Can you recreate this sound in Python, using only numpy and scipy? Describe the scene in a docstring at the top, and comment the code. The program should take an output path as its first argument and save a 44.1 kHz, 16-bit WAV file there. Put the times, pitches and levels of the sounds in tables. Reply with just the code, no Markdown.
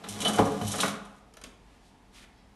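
"""One stroke of a benchtop electric eyeletting machine in a small, quiet workshop.
The button clicks, the motor hums up and steel links clack over rumbling gears. At 0.4 s the punch
thumps through the frame, and by 0.9 s the ram has knocked back home. From 1.3 s the sheet ticks
against the guard, slides off the wooden table and ends on a faint squeak in the fingers.
Soft ventilation lies under it all."""
import sys
import numpy as np
from scipy import signal
from scipy.fft import rfft, irfft, next_fast_len
from scipy.io import wavfile
from scipy.ndimage import uniform_filter1d

SR = 44100
rng = np.random.default_rng(int(sys.argv[2]) if len(sys.argv) > 2 else 0)


def dump_mix(stems):
    """Bounce the given channels to the path in sys.argv[1] as a 16-bit WAV at rate SR."""
    frames = np.atleast_2d(stems).T  # one column per channel
    limited = np.clip(frames, -1, 1)  # hard clip at full scale
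    pcm = np.round(limited * 32767).astype(np.int16)
    wavfile.write(sys.argv[1], SR, pcm)


N = 112454

# modes of frame and bench: f/Hz, level/dB, t60/s
FRAME_MODES = [(149.1, -12, 1), (186.3, -0.5, 0.17), (282.2, -4, 0.47), (439.7, -2, 0.14),
               (546.7, -1, 0.19), (646, -7, 0.14), (719.6, -18, 0.47), (813.4, -18, 0.19),
               (1002.5, -10, 0.13), (1099, -4, 0.12), (1213, -12, 0.48), (1420, -17.5, 0.32),
               (1667, -20.5, 0.38)]
# modes of the steel links: f/Hz, level/dB, t60/s
LINK_MODES = [(3024, 3.5, 0.1), (3050, -3.5, 0.077), (3955, -5.5, 0.071), (4060, -28, 0.07),
              (5850, -16, 0.11), (3320, -15, 0.053), (9500, -10, 0.078)]
# dull body of a thud: f/Hz, level/dB
THUD_SPECTRUM = [(80, -2), (150, -12.5), (200, -3.5), (300, -5.5), (470, -8.5), (1000, -57)]
# bright edge of a tick: f/Hz, level/dB
TICK_SPECTRUM = [(1500, -10), (3500, -22), (4900, -5), (5900, 3), (7500, -1), (9600, 3), (10350, -6.5),
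                 (11300, 4.5), (12200, -25)]
KNOCK_RISE_S, FRAME_RISE_S, TICK_RISE_S = 0.0011, 0.0087, 0.0012


def frame_blows():
    """Cam, punch and ram strike casing and bench: a ringing frame, a heavy body, a crack on top."""
    # blows on the frame: t/s, ring/dB, thud/dB, knock/dB, crack/dB
    blows = [(0.039, -56, -68, -43.5, -39.5), (0.225, -36, -55, -39.5, -50), (0.255, -48, -38, -23, -29),
             (0.284, -53, -48, -29, -33), (0.298, -36, -35, -38, -41), (0.343, -38, -53, -30, -34.5),
             (0.375, -37, -52, -26, -35), (0.383, -53, -50, -18.5, -24), (0.390, -23.5, -13.5, -14.5, -38),
             (0.399, -29, -11, -38, -33), (0.414, -42, -21, -25, -48), (0.456, -32, -22, -25.5, -39.5),
             (0.611, -37.5, -23.5, -32, -37.5), (0.739, -63, -52, -31, -34), (0.788, -34, -58, -48, -34),
             (0.831, -37, -42, -25.5, -22), (0.877, -60, -43, -34, -31.5), (0.935, -58, -48, -64, -37.5)]
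    # boxy midrange of a blow: f/Hz, level/dB
    knock_spectrum = [(220, -10.5), (430, -3), (590, -4), (720, 1.5), (1000, -8), (1500, -34)]
    # hard attack of a blow: f/Hz, level/dB
    crack_spectrum = [(400, -73), (850, -8.5), (1200, 9), (1600, 0), (2400, -5), (3400, -12.5),
                      (7000, -17.5)]
    times, ring_db, thud_db, knock_db, crack_db = np.array(blows).T
    thud = impacts(times, thud_db, THUD_SPECTRUM, FRAME_RISE_S, t60=0.1)
    knock = impacts(times, knock_db, knock_spectrum, KNOCK_RISE_S, t60=0.11)
    ringing = ring(times, ring_db, FRAME_MODES, FRAME_RISE_S, scatter_db=2.0, detune=0.0122)
    crack = impacts(times, crack_db, crack_spectrum, KNOCK_RISE_S, t60=0.13)
    return ringing + casing(thud + knock) + crack


def steel_links():
    """Light steel parts meet with a hard snap and ring briefly; returns the clack and the ring."""
    # contacts of links and eyelets: t/s, ring/dB, clank/dB, tick/dB
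    clacks = [(0.037, -78, -45.5, -68), (0.086, -53, -42, -35), (0.2037, -34, -37.5, -34.5),
              (0.2157, -54, -32.5, -32), (0.2478, -23.5, -29.5, -38), (0.259, -31, -38, -39),
              (0.268, -25, -31.5, -54), (0.279, -44, -49, -28.5), (0.333, -51, -43, -35),
              (0.358, -59, -63, -36.5), (0.384, -33.5, -42.5, -51), (0.452, -51, -53, -40.5),
              (0.613, -42, -50, -46), (0.668, -56, -40.5, -37.5), (0.677, -43, -53, -33.5),
              (0.716, -56, -39, -30), (0.757, -45, -59, -36), (0.782, -41, -38, -37),
              (0.8016, -43.5, -26.5, -31.5), (0.807, -54, -37, -26.5), (0.878, -65, -49, -36.5),
              (1.049, -99, -56.5, -55.5)]
    # metallic presence of a contact: f/Hz, level/dB
    clank_spectrum = [(1200, -41), (2300, -6), (2700, -7.5), (3080, 1.5), (3500, -1.5), (3950, 0),
                      (4800, -13.5), (8000, -21)]
    times, ring_db, clank_db, tick_db = np.array(clacks).T
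    clank = impacts(times, clank_db, clank_spectrum, TICK_RISE_S, t60=0.13)
    tick = steel_resonance(impacts(times, tick_db, TICK_SPECTRUM, TICK_RISE_S, t60=0.11))
    snap = impacts(times, tick_db - 2, TICK_SPECTRUM, rise=0.00014, t60=0.0099)
    ringing = ring(times, ring_db, LINK_MODES, TICK_RISE_S, scatter_db=0.0, detune=0.0033)
    return clank + tick + snap, ringing


def motor():
    """The loaded motor hums: a fundamental and its octave, unsteady in pitch and level."""
    # hum under load: t/s, fundamental/dB, octave/dB
    hum_levels = [(0.06, -75, -48.5), (0.12, -46, -48), (0.17, -51, -46), (0.235, -51, -49),
                  (0.272, -49.5, -32.5), (0.35, -50, -35), (0.38, -40, -34), (0.422, -26.5, -33),
                  (0.447, -41, -34), (0.48, -39.5, -48), (0.58, -59, -37.5), (0.66, -33, -37),
                  (0.75, -50, -47.5), (0.89, -53.5, -40), (1.3, -120, -74)]
    hum_hz, waver, flutter_db = 102.04, 0.0309, 3
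    times, fundamental_db, octave_db = np.array(hum_levels).T
    phase = 2 * np.pi * np.cumsum(hum_hz * (1 + waver * wander(size=600))) / SR
    tone = np.sin(phase) * curve(times, fundamental_db) + np.sin(2 * phase) * curve(times, octave_db)
    spin_up = np.clip(np.arange(N) / SR / times[0], 0, 1) ** 2
    return np.sqrt(2) * tone * spin_up * undb(flutter_db * wander(size=480))


def drive():
    """Gears rumble through the casing while loose eyelets rattle finely."""
    # the running mechanism: t/s, rattle/dB, rumble/dB
    levels = [(0.03, -96, -49.5), (0.073, -60, -42.5), (0.11, -43, -47.5), (0.19, -48.5, -39.5),
              (0.299, -47, -33), (0.419, -46.5, -46), (0.5, -50, -42), (0.59, -52.5, -43), (0.7, -42, -45),
              (0.78, -45, -37.5), (0.861, -39.5, -35), (0.91, -45, -68), (0.97, -79, -52.5),
              (1.179, -67, -64.5), (1.3, -105, -63)]
    # sizzle of the eyelets: f/Hz, level/dB
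    rattle_spectrum = [(1180, -48), (2000, -3.5), (2640, -4.5), (3840, 1), (4840, -5.5), (5710, -2),
                       (8890, -4), (12000, -7.5), (15600, -76)]
    # growl of the gears: f/Hz, level/dB
    rumble_spectrum = [(60, 7.5), (130, -13.5), (200, 9), (290, 1.5), (420, 3.5), (540, -4.5), (720, 2),
                       (1300, -6.5), (2000, -6), (4000, -11)]
    clicks_per_s, spread_db = 970, 0.5
    times, rattle_db, rumble_db = np.array(levels).T
    clicks = (rng.random(N) < clicks_per_s / SR) * rng.choice([-1, 1], N)
    clicks = clicks * undb(-spread_db * rng.standard_normal(N))
    rattle = steel_resonance(colour(clicks, rattle_spectrum)) * curve(times, rattle_db)
    rumble = casing(noise(rumble_spectrum) * curve(times, rumble_db))
    return rattle + rumble


def sheet():
    """The sheet ticks on its way out, then slides over the table and through the fingers."""
    # sheet and eyelets touch guard and table: t/s, table knock/dB, tap/dB, tick/dB
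    touches = [(1.338, -70, -52.5, -46.5), (1.369, -59, -45.5, -44), (1.414, -67, -45, -46),
               (1.438, -53, -38, -35.5), (1.462, -47, -49.5, -63), (2.206, -51, -71, -77)]
    # light midrange of a touch: f/Hz, level/dB
    tap_spectrum = [(300, -4), (550, 3), (900, -10), (1320, 3), (1950, -8), (2630, -1), (2850, -8),
                    (3080, -4.5), (3700, -6.5), (9000, -15)]
    # passes over table or fingers: peak t/s, width/s, hiss/dB, scrape/dB
    slides = [(1.73, 0.068, -71.5, -71), (1.87, 0.031, -67.5, -92), (2.158, 0.019, -57, -63),
              (2.193, 0.017, -59.5, -58), (2.228, 0.0093, -60, -58), (2.246, 0.0078, -66, -57)]
    # airy top of sliding paper: f/Hz, level/dB
    hiss_spectrum = [(1500, -26), (3300, 1.5), (6000, -4.5), (9000, -6), (12000, -12)]
    # dry midrange of sliding paper: f/Hz, level/dB
    scrape_spectrum = [(700, -34), (1100, -3), (2300, 2), (3500, -6), (6000, -23)]
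    hiss, scrape = noise(hiss_spectrum), noise(scrape_spectrum)
    rub = sum((undb(hiss_db) * hiss + undb(scrape_db) * scrape) * swell(peak_s, width_s)
              for peak_s, width_s, hiss_db, scrape_db in slides)
    times, knock_db, tap_db, tick_db = np.array(touches).T
    knock = impacts(times, knock_db, THUD_SPECTRUM, KNOCK_RISE_S, t60=0.15)
    tap = steel_resonance(impacts(times, tap_db, tap_spectrum, TICK_RISE_S, t60=0.064))
    tick = impacts(times, tick_db, TICK_SPECTRUM, TICK_RISE_S / 2, t60=0.015)
    return knock + tap + tick + rub


def finger_squeak():
    """Skin sticks and slips on paper: upper harmonics of a wavering pitch."""
    pitch_hz = 650 * (1 + 0.016 * wander(size=300))
    phase = 2 * np.pi * np.cumsum(pitch_hz) / SR
    tone = sum(np.sin(harmonic * phase) for harmonic in range(3, 9))
    return undb(-74.5) * tone * swell(peak_s=2.4, width_s=0.032)


def casing(x):
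    """The casing favours its own modes and radiates little deep bass."""
    voiced = undb(-5) * x + undb(-1.5) * resonate(x, FRAME_MODES, width_hz=29.4)
    return signal.sosfilt(signal.butter(3, 104, "high", fs=SR, output="sos"), voiced)


def steel_resonance(x):
    """Small contacts take on the pitches of the steel around them; the level stays the same."""
    return unit(x + undb(-3) * resonate(x, LINK_MODES, width_hz=43)) * np.std(x)


def room(x):
    """Diffuse tail of the workshop, shorter in the treble."""
    # decay by band: f/Hz, t60/s
    decays = [(100, 1), (200, 0.6), (480, 0.85), (1300, 0.76), (4000, 0.46), (11000, 0.31)]
    predelay_s = 0.0043
    t, hz = np.arange(SR) / SR, np.arange(SR // 2 + 1)
    white = rfft(rng.standard_normal(SR))
    tail = 0
    for band_hz, t60 in decays:
        band = on_log(hz, [(f, float(f == band_hz)) for f, _ in decays])
        tail = tail + irfft(white * band, SR) * fade(t, t60)
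    tail = tail * np.clip(t / predelay_s - 1, 0, 1)
    return signal.fftconvolve(x, tail / np.sqrt(np.sum(tail ** 2)))[:N]


def ventilation():
    """Moving air lays a faint, steady bed of dark noise."""
    # room tone: f/Hz, level/dB
    air_spectrum = [(22, -10), (50, 5), (76, -10), (107, -8.5), (186, -14.5), (249, -10), (400, -21.5),
                    (594, -22), (906, -15.5), (1120, -27), (2600, -28.5), (12000, -43), (15600, -92)]
    return undb(-58.5) * noise(air_spectrum)


def impacts(times, levels_db, spectrum, rise, t60):
    """Each impact sets off a dense, quickly dying ring, played as a burst of coloured noise."""
    t = np.arange(SR // 3) / SR
    envelope = (1 - np.exp(-t / rise)) * fade(t, t60)
    power = np.zeros(N + SR)
    for start, db in zip((times * SR).astype(int), levels_db):
        power[start:start + len(t)] += (undb(db) * envelope) ** 2
    return noise(spectrum) * np.sqrt(power[:N])


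def ring(times, levels_db, modes, rise, scatter_db, detune):
    """Each impact rings the same modes, scattered in level and tuning as the parts move."""
    out, t = np.zeros(N + SR), np.arange(SR * 2 // 3) / SR
    hz, mode_db, t60 = np.array(modes, float).T
    envelopes = fade(t, t60[:, None]) * (1 - np.exp(-t / rise))
    polarity = (-1) ** np.arange(len(hz))  # neighbouring modes swing in opposite directions
    for start, db in zip((times * SR).astype(int), levels_db):
        louder, sharper = rng.standard_normal((2, len(hz)))
        gains = undb(db + mode_db + scatter_db * louder) * polarity
        partials = np.sin(2 * np.pi * np.outer(hz * (1 + detune * sharper), t))
        out[start:start + len(t)] += gains @ (envelopes * partials)
    return out[:N]


def resonate(x, modes, width_hz):
    """Pass x through one narrow resonance per mode."""
    return sum(signal.lfilter(*signal.iirpeak(hz, hz / width_hz, fs=SR), x) for hz, _, _ in modes)


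def colour(x, spectrum):
    """Give x a spectrum that falls away beyond its ends; rms 1."""
    size = next_fast_len(N, True)
    hz = np.linspace(0, SR / 2, size // 2 + 1)
    low_hz, high_hz = spectrum[0][0] / 2, spectrum[-1][0] * 2
    skirts = 1 / (1 + (low_hz / (hz + 1)) ** 2) / (1 + (hz / high_hz) ** 2)
    return unit(irfft(rfft(x, size) * undb(on_log(hz, spectrum)) * skirts, size)[:N])


def noise(spectrum):
    """Coloured noise of rms 1."""
    return colour(rng.standard_normal(N), spectrum)


def wander(size):
    """Random drift of rms 1, smoothed over size samples."""
    return unit(uniform_filter1d(uniform_filter1d(rng.standard_normal(N), size), size))


def swell(peak_s, width_s):
    """Bell-shaped fade in and out."""
    return np.exp(-.5 * ((np.arange(N) / SR - peak_s) / width_s) ** 2)


def fade(t, t60):
    """Decay by 60 dB in t60 seconds."""
    return np.exp(-np.log(1000) * t / t60)


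def curve(times, db):
    """Gain that follows a level curve."""
    return undb(np.interp(np.arange(N) / SR, times, db))


def on_log(hz, points):
    """Read (f/Hz, value) points on a log-frequency axis."""
    freqs, values = np.array(points, float).T
    return np.interp(np.log(hz + 1), np.log(np.sort(freqs)), values)


def undb(db):
    """Decibels to gain."""
    return 10 ** (np.asarray(db) / 20)


def unit(x):
    """Scale to rms 1."""
    return x / np.sqrt(np.mean(x ** 2))


def scene():
    """Machine and paper in the room, over faint ventilation; the hum stays dry."""
    blows = frame_blows()
    clack, link_ring = steel_links()
    running = drive()
    paper = sheet() + finger_squeak()
    reverb = room(undb(-9.5) * blows + undb(-7) * clack + undb(-11) * link_ring
                  + undb(-10) * running + undb(-7) * paper)
    return (blows + clack + link_ring + running + motor() + paper + reverb + ventilation())[None]


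def record(dry):
    """Trim the deepest rumble and cut the top steeply."""
    low_cut_hz, top_hz = 28, 12050
    trimmed = signal.sosfilt(signal.butter(4, low_cut_hz, "high", fs=SR, output="sos"), dry)
    return signal.sosfilt(signal.ellip(10, .2, 70, top_hz, fs=SR, output="sos"), trimmed)


dry = scene()
out = record(dry)
dump_mix(out)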